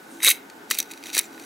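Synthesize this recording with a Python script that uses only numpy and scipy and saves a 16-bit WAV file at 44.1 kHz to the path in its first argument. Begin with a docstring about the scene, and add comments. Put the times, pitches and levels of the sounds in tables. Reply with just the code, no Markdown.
"""In a quiet room, a small clockwork toy is wound by hand, close by.
One quick twist drags the pawl (a little latch) over the teeth of the ratchet wheel. Then the key is
gripped and nudged twice, scraping and catching. Each click rings the thin casing, a few knock the
whole toy, and sliding metal gives brief squeaks. The room hums softly and adds a short echo."""
import sys
import numpy as np
from scipy import signal
from scipy.fft import rfft, irfft, next_fast_len
from scipy.io import wavfile
from scipy.ndimage import map_coordinates

SR = 44100
rng = np.random.default_rng(int(sys.argv[2]) if len(sys.argv) > 2 else 0)


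def file_out(sig):
    """Save sig as 16-bit WAV at sys.argv[1]."""
    # one column per channel
    cols = np.atleast_2d(sig).T
    # limit, then scale
    lim = np.clip(cols, -1, 1)
    pcm = np.round(lim * 32767).astype(np.int16)
    wavfile.write(sys.argv[1], SR, pcm)


N = 63945

# Levels compare the rows within a table; the functions set the final loudness.
# tone of the room's steady noise (f/Hz, level/dB)
HUM_TONE = [(25, -43), (70, -28), (130, -20), (230, -10), (430, -10), (600, -12), (1100, -14), (1700, -14),
            (2300, -20), (5000, -27), (7000, -28), (9000, -31), (12000, -31), (15500, -33)]
# pitches that stand out in that noise (f/Hz, width/Hz, level/dB)
HUM_RINGS = [(183, 9.9, -10.5), (237.3, 9.8, -2), (280, 11.5, 0), (327, 13.7, 2), (414.3, 26.6, -3),
             (743, 56, -9), (879, 56, -7), (1255, 12.5, -8.5), (1492, 61, -5.5)]
# how alike that noise is left and right (f/Hz, likeness/0-1)
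HUM_LIKENESS = [(60, 0.59), (130, 0.9), (290, 0.99), (640, 0.28), (1410, 0.083), (3100, 0.17), (6820, 0.97),
                (15000, 1)]

# clicks of the pawl in the quick twist (t/s, level/dB, brightness/dB per octave)
PAWL_CLICKS = [(.2032, -32.5, -7), (.2148, -45, -2), (.2212, -28, -9), (.2256, -29, -1),
               (.2303, -15.5, -0.5), (.2406, -15, 1), (.2466, -7.5, 0), (.2556, -15.5, -1.5),
               (.2592, -13, -5), (.2646, -11.5, -1), (.2685, -9.5, -1), (.2712, -26, 11), (.2763, -13, 1),
               (.2788, -13, -6.5), (.2836, -9.5, -2), (.2898, -9, 5.5), (.2934, -15, -4),
               (.3006, -13, -1.5), (.3034, -10, 5), (.3074, -16, -1), (.3108, -11.5, -3), (.3145, -17.5, 1),
               (.3172, -19.5, 3)]
# rubbing of the winding parts in the twist (t/s, level/dB)
TWIST_RUBBING = [(0, -62.5), (.19, -55.5), (.22, -46), (.235, -27), (.275, -20.5), (.315, -28),
                 (.326, -35.5), (.35, -40.5), (.40, -60.5), (.45, -74)]
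# broad tone of the casing in the twist (f/Hz, level/dB)
TWIST_TONE = [(100, -66), (300, -52), (900, -36), (1700, -17), (3000, -15.5), (5400, -18), (6500, -14.5),
              (11000, -12.5), (15500, -22.5)]
# pitches at which the casing rings in the twist (f/Hz, width/Hz, level/dB)
TWIST_RINGS = [(2177, 180, -6), (2600, 160, -9), (3180, 100, -12), (3820, 111, 0), (3996, 60, -6),
               (4700, 76, -11), (6180, 300, -7), (8000, 100, -5.5), (8600, 82, -5), (9080, 200, -8),
               (10800, 420, -9), (11900, 120, -11), (12560, 350, -7.5), (14470, 350, -9.5)]

# squeaks of sliding metal, and one brief ring of the casing as the pawl chatters in the twist (t/s, length/s,
# f/Hz, width/Hz, level/dB)
SQUEAKS_AND_RING = [(0.097, 0.056, 9030, 500, -55), (0.101, .10, 6800, 1500, -57.5),
                    (0.2757, 0.0064, 3895, 127, -11.5), (1.223, 0.047, 7170, 450, -48.5)]
# knocks of the whole toy in the hand (t/s, level/dB)
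TOY_KNOCKS = [(.2340, -27.5), (.2710, -23.5), (0.2835, -22), (0.7103, -24), (1.1681, -25.5), (1.1914, -36)]
# dull tone of a knock (f/Hz, level/dB)
KNOCK_TONE = [(60, -30), (180, -21), (300, -0.5), (450, 0), (700, -6), (1200, 6.5), (1800, 2), (3500, -19)]

# catches and ticks of the key (t/s, level/dB, brightness/dB per octave)
KEY_CLICKS = [(.4994, -38, -3), (.7022, -24.5, 2), (.7079, -24, 2.5), (.7109, -12.5, -4), (.7140, -14.5, 9),
              (.7172, -19.5, -3.5), (.7392, -30, -2), (.7450, -27, 4), (.7502, -25, -2), (.7676, -41, 4),
              (.7718, -36, 7), (.7752, -32, -13), (.7860, -20, 9), (.7879, -10.5, 6), (.7918, -21.5, -0.5),
              (.7982, -27, -3), (.8019, -14, 2), (.8040, -32, 0), (.8185, -43, 2), (.8273, -28.5, 1.5),
              (.9042, -39, -4), (.9118, -34, -0.5), (.9155, -30.5, 1.5), (.9185, -36, 2),
              (.9361, -34.5, -3), (.9756, -39.5, -0.5), (1.0276, -40, -4), (1.0381, -32, -2.5),
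              (1.0508, -53, -5), (1.0574, -33.5, -4), (1.0686, -32, -2), (1.0821, -43, -14),
              (1.0930, -34, -6), (1.0990, -40, 0), (1.1013, -32, -5), (1.1138, -41, -5), (1.1462, -26, 1),
              (1.1502, -17, -0.5), (1.1672, -19, -1), (1.1722, -26, -9), (1.1754, -31, -6),
              (1.1786, -13.5, 3), (1.1806, -13.5, 3.5), (1.1868, -15, -1), (1.1912, -8.5, 6),
              (1.1930, -35, 7), (1.1966, -21, -7), (1.2063, -33, -15), (1.2125, -30.5, 4),
              (1.3455, -45, -6), (1.3786, -40.5, -16), (1.3975, -37, -2.5)]
# scraping as the key is nudged, then a soft hiss of the hand on the toy towards the end (t/s, level/dB)
KEY_RUBBING = [(.68, -69), (.718, -32), (.758, -39.5), (.775, -34), (.783, -40), (.81, -40.5), (.85, -59),
               (.92, -49.5), (.96, -54), (1.02, -58), (1.06, -43), (1.10, -44), (1.122, -49.5),
               (1.134, -30), (1.195, -27.5), (1.204, -41), (1.29, -58), (1.44, -48)]
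# broad tone of the casing once the grip has shifted (f/Hz, level/dB)
GRIP_TONE = [(100, -58), (300, -56), (900, -25.5), (1700, -13), (3000, -10), (5400, -10), (6500, -6),
             (11000, -11), (15500, -12.5)]
# pitches at which the casing rings in that grip (f/Hz, width/Hz, level/dB)
GRIP_RINGS = [(2100, 200, -2.5), (2492, 200, 0), (3200, 100, -7), (3866, 210, 1.5), (4430, 100, -1.5),
              (4730, 150, -4.5), (5800, 105, 3.5), (6250, 160, -4), (6700, 89, -8), (7690, 65, -5),
              (8430, 68, -2), (9220, 77, -5), (10100, 240, -7.5), (10590, 130, -4.5), (12200, 340, -8),
              (13000, 110, -18), (14600, 200, -19)]

# tone of the room's echo (f/Hz, level/dB)
ECHO_TONE = [(200, -5), (1000, 4), (2000, 2.5), (3000, -0.5), (3800, -1.5), (5000, 3), (9000, -7.5),
             (15000, 0.5)]
# time the echo takes to fade by 60 dB (f/Hz, t/s)
ECHO_FADE = [(200, 0.18), (2000, 0.4), (6000, 0.15), (15000, 0.22)]
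# how alike the echo is left and right (f/Hz, likeness/0-1)
ECHO_LIKENESS = [(300, 0.94), (1000, 0.16), (4000, 0.6), (12000, 1)]

HUM_DB, PAWL_DB, KNOCK_DB, CATCH_DB, ECHO_DB = -44.5, 3, 4.5, 2.5, -20.5


def amp(db):
    """Turn decibels into a number to multiply by."""
    return 10 ** (np.asarray(db) / 20)


def unit(x):
    """Scale a sound to an average strength (rms) of 1."""
    return x / np.sqrt(np.mean(x ** 2) + 1e-20)


def along(points, hz):
    """Read between the rows of an (f/Hz, value) table, on a pitch scale."""
    f, values = np.transpose(points)
    return np.interp(np.log(hz + 1), np.log(f + 1), values)


def wobble(rate):
    """A smooth curve through `rate` random values a second."""
    points = rng.standard_normal(int(N * rate / SR) + 4)
    return map_coordinates(points, [np.arange(N) * rate / SR])


def body(tone, rings):
    """How strongly a thing answers each frequency: a broad tone plus peaks where it rings."""
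    def gain(hz):
        peaks = sum(amp(db) ** 2 / (1 + ((hz - f) / width) ** 2) ** 2 for f, width, db in rings)
        return np.sqrt(amp(along(tone, hz)) ** 2 + peaks)
    return gain


def causal(gain, size):
    """A filter that rings only after it is struck, never before (minimum phase)."""
    hz = np.fft.rfftfreq(size, 1 / SR)
    cepstrum = irfft(np.log(np.maximum(gain(hz), 1e-6)))
    cepstrum[1:size // 2] *= 2
    cepstrum[size // 2 + 1:] = 0
    return np.exp(rfft(cepstrum))


def filtered(x, gain):
    """Turn each frequency of a sound up or down by gain(hz)."""
    size = 2 * next_fast_len(N // 2 + 4096)
    return irfft(rfft(x, size) * causal(gain, size), size)[..., :N]


def add(track, start_s, sound):
    """Mix a sound into a track at the given time."""
    part = track[max(round(start_s * SR), 0):][:len(sound)]
    part += sound[:len(part)]


def stereo(pair, likeness):
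    """Blend two unrelated sounds into a left and a right of the given likeness."""
    angle = lambda hz: np.arccos(np.clip(along(likeness, hz), -.99, .999)) / 2
    mid = filtered(pair[0], lambda hz: np.cos(angle(hz)))
    side = filtered(pair[1], lambda hz: np.sin(angle(hz)))
    return np.array([mid + side, mid - side])


def clicks(rows, gain, attack_s, fade_s, chatter_db, chatter_s):
    """Each contact is a sharp crack and a weaker, longer chatter; both ring the toy."""
    size, out = 4096, np.zeros(N)
    t, hz = np.arange(size) / SR, np.fft.rfftfreq(size, 1 / SR)
    ring = causal(gain, size)
    octaves = np.log2(np.clip(hz, 2000, 14000) / 2000)
    rise = 1 - np.exp(-t / attack_s)
    for start_s, db, brightness in rows:
        fall = -60 * t * 2 ** (.1 * max(brightness, 0))  # brighter clicks die away sooner
        crack, chatter = amp(fall / fade_s), amp(chatter_db + fall / chatter_s)
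        burst = rise * (crack + chatter) * rng.standard_normal(size)
        click = irfft(rfft(burst) * ring * amp(brightness * octaves))
        # the level counts the click's energy as if packed into 1 ms
        add(out, start_s, amp(db) * unit(click) * np.sqrt(SR / 1000 / size))
    return out


def rubbing(levels, gain, rough_db, slips_per_s):
    """Metal drags over metal in many tiny, uneven slips that ring the casing."""
    times, db = np.transpose(levels)
    loudness = amp(np.interp(np.arange(N) / SR, times, db, left=-90))
    slips = rng.standard_normal(N) * amp(rough_db * wobble(slips_per_s))
    return loudness * unit(filtered(slips, gain))


def room_hum():
    """A soft, hollow rush of room noise whose level wavers slightly."""
    noise = filtered(rng.standard_normal((2, N)), body(HUM_TONE, HUM_RINGS))
    return amp(HUM_DB + 0.59 * wobble(rate=8.04)) * unit(stereo(noise, HUM_LIKENESS))


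def quick_twist():
    """The winding parts rub as the pawl skips over the teeth, about 200 a second."""
    casing = body(TWIST_TONE, TWIST_RINGS)
    teeth = clicks(PAWL_CLICKS, casing, attack_s=0.00015, fade_s=.011, chatter_db=-11.5, chatter_s=0.067)
    return amp(PAWL_DB) * teeth + rubbing(TWIST_RUBBING, casing, rough_db=3.5, slips_per_s=780)


def squeaks():
    """Smooth parts slide, each giving a short hiss around one pitch; one brief burst is the casing ringing as
    the pawl chatters."""
    t, out = np.arange(N) / SR, np.zeros(N)
    for start_s, length_s, pitch, width, db in SQUEAKS_AND_RING:
        progress = np.clip((t - start_s) / length_s, 0, 1)
        swell = np.sqrt(np.abs(np.sin(np.pi * progress)))
        hiss = filtered(rng.standard_normal(N), lambda hz: 1 / (1 + ((hz - pitch) / width) ** 2))
        out += amp(db) * unit(swell * hiss) * np.sqrt(np.mean(swell ** 2))
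    return out


def knocks():
    """The whole toy bumps dully in the hand."""
    rows = [(start_s, db, 0) for start_s, db in TOY_KNOCKS]  # no added brightness
    toy = body(KNOCK_TONE, rings=[])
    bumps = clicks(rows, toy, attack_s=0.00023, fade_s=0.025, chatter_db=-22, chatter_s=0.051)
    return amp(KNOCK_DB) * bumps


def key_nudges():
    """The key scrapes round slowly and catches; scraping is duller and rings the casing more."""
    casing = body(GRIP_TONE, GRIP_RINGS)
    catches = clicks(KEY_CLICKS, casing, attack_s=0.000061, fade_s=0.0089,
                     chatter_db=-13, chatter_s=0.024)

    def scraped_casing(hz):
        treble_share = 1 - 1 / (1 + (hz / 9000) ** 4)
        return casing(hz) ** 1.11 * amp(-0.5 * treble_share)  # a power above 1 makes the peaks stand out
    scrape = rubbing(KEY_RUBBING, scraped_casing, rough_db=3.5, slips_per_s=450)
    return amp(CATCH_DB) * catches + scrape


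def room_echo(sound):
    """A small furnished room answers about 5 ms late with a quickly fading echo."""
    hz, t, noise = signal.stft(rng.standard_normal((2, SR // 2)), SR, nperseg=256)
    tail_db = along(ECHO_TONE, hz)[:, None] - 60 * t / along(ECHO_FADE, hz)[:, None]
    _, tail = signal.istft(noise * amp(tail_db), SR, nperseg=256)
    delayed = np.pad(sound, (220, 0))[None]
    echo = signal.fftconvolve(delayed, tail / np.linalg.norm(tail[0]), axes=1)[:, :N]
    return stereo(echo, ECHO_LIKENESS)


def scene():
    """The toy is close and in the middle, with the room all around it."""
    toy = quick_twist() + squeaks() + knocks() + key_nudges()
    bounce = np.zeros(N)  # off a nearby surface, reaching left and right unequally
    add(bounce, start_s=.0004, sound=amp(-31.5) * toy)
    return np.array([toy + bounce, toy - bounce]) + amp(ECHO_DB) * room_echo(toy) + room_hum()


def record(dry):
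    """Cut away the very highest treble."""
    top_hz, size = 15800, next_fast_len(N + 4096)
    hz = np.fft.rfftfreq(size, 1 / SR)
    return irfft(rfft(dry, size) / np.sqrt(1 + (hz / top_hz) ** 220), size)[:, :N]


dry = scene()
out = record(dry)
file_out(out)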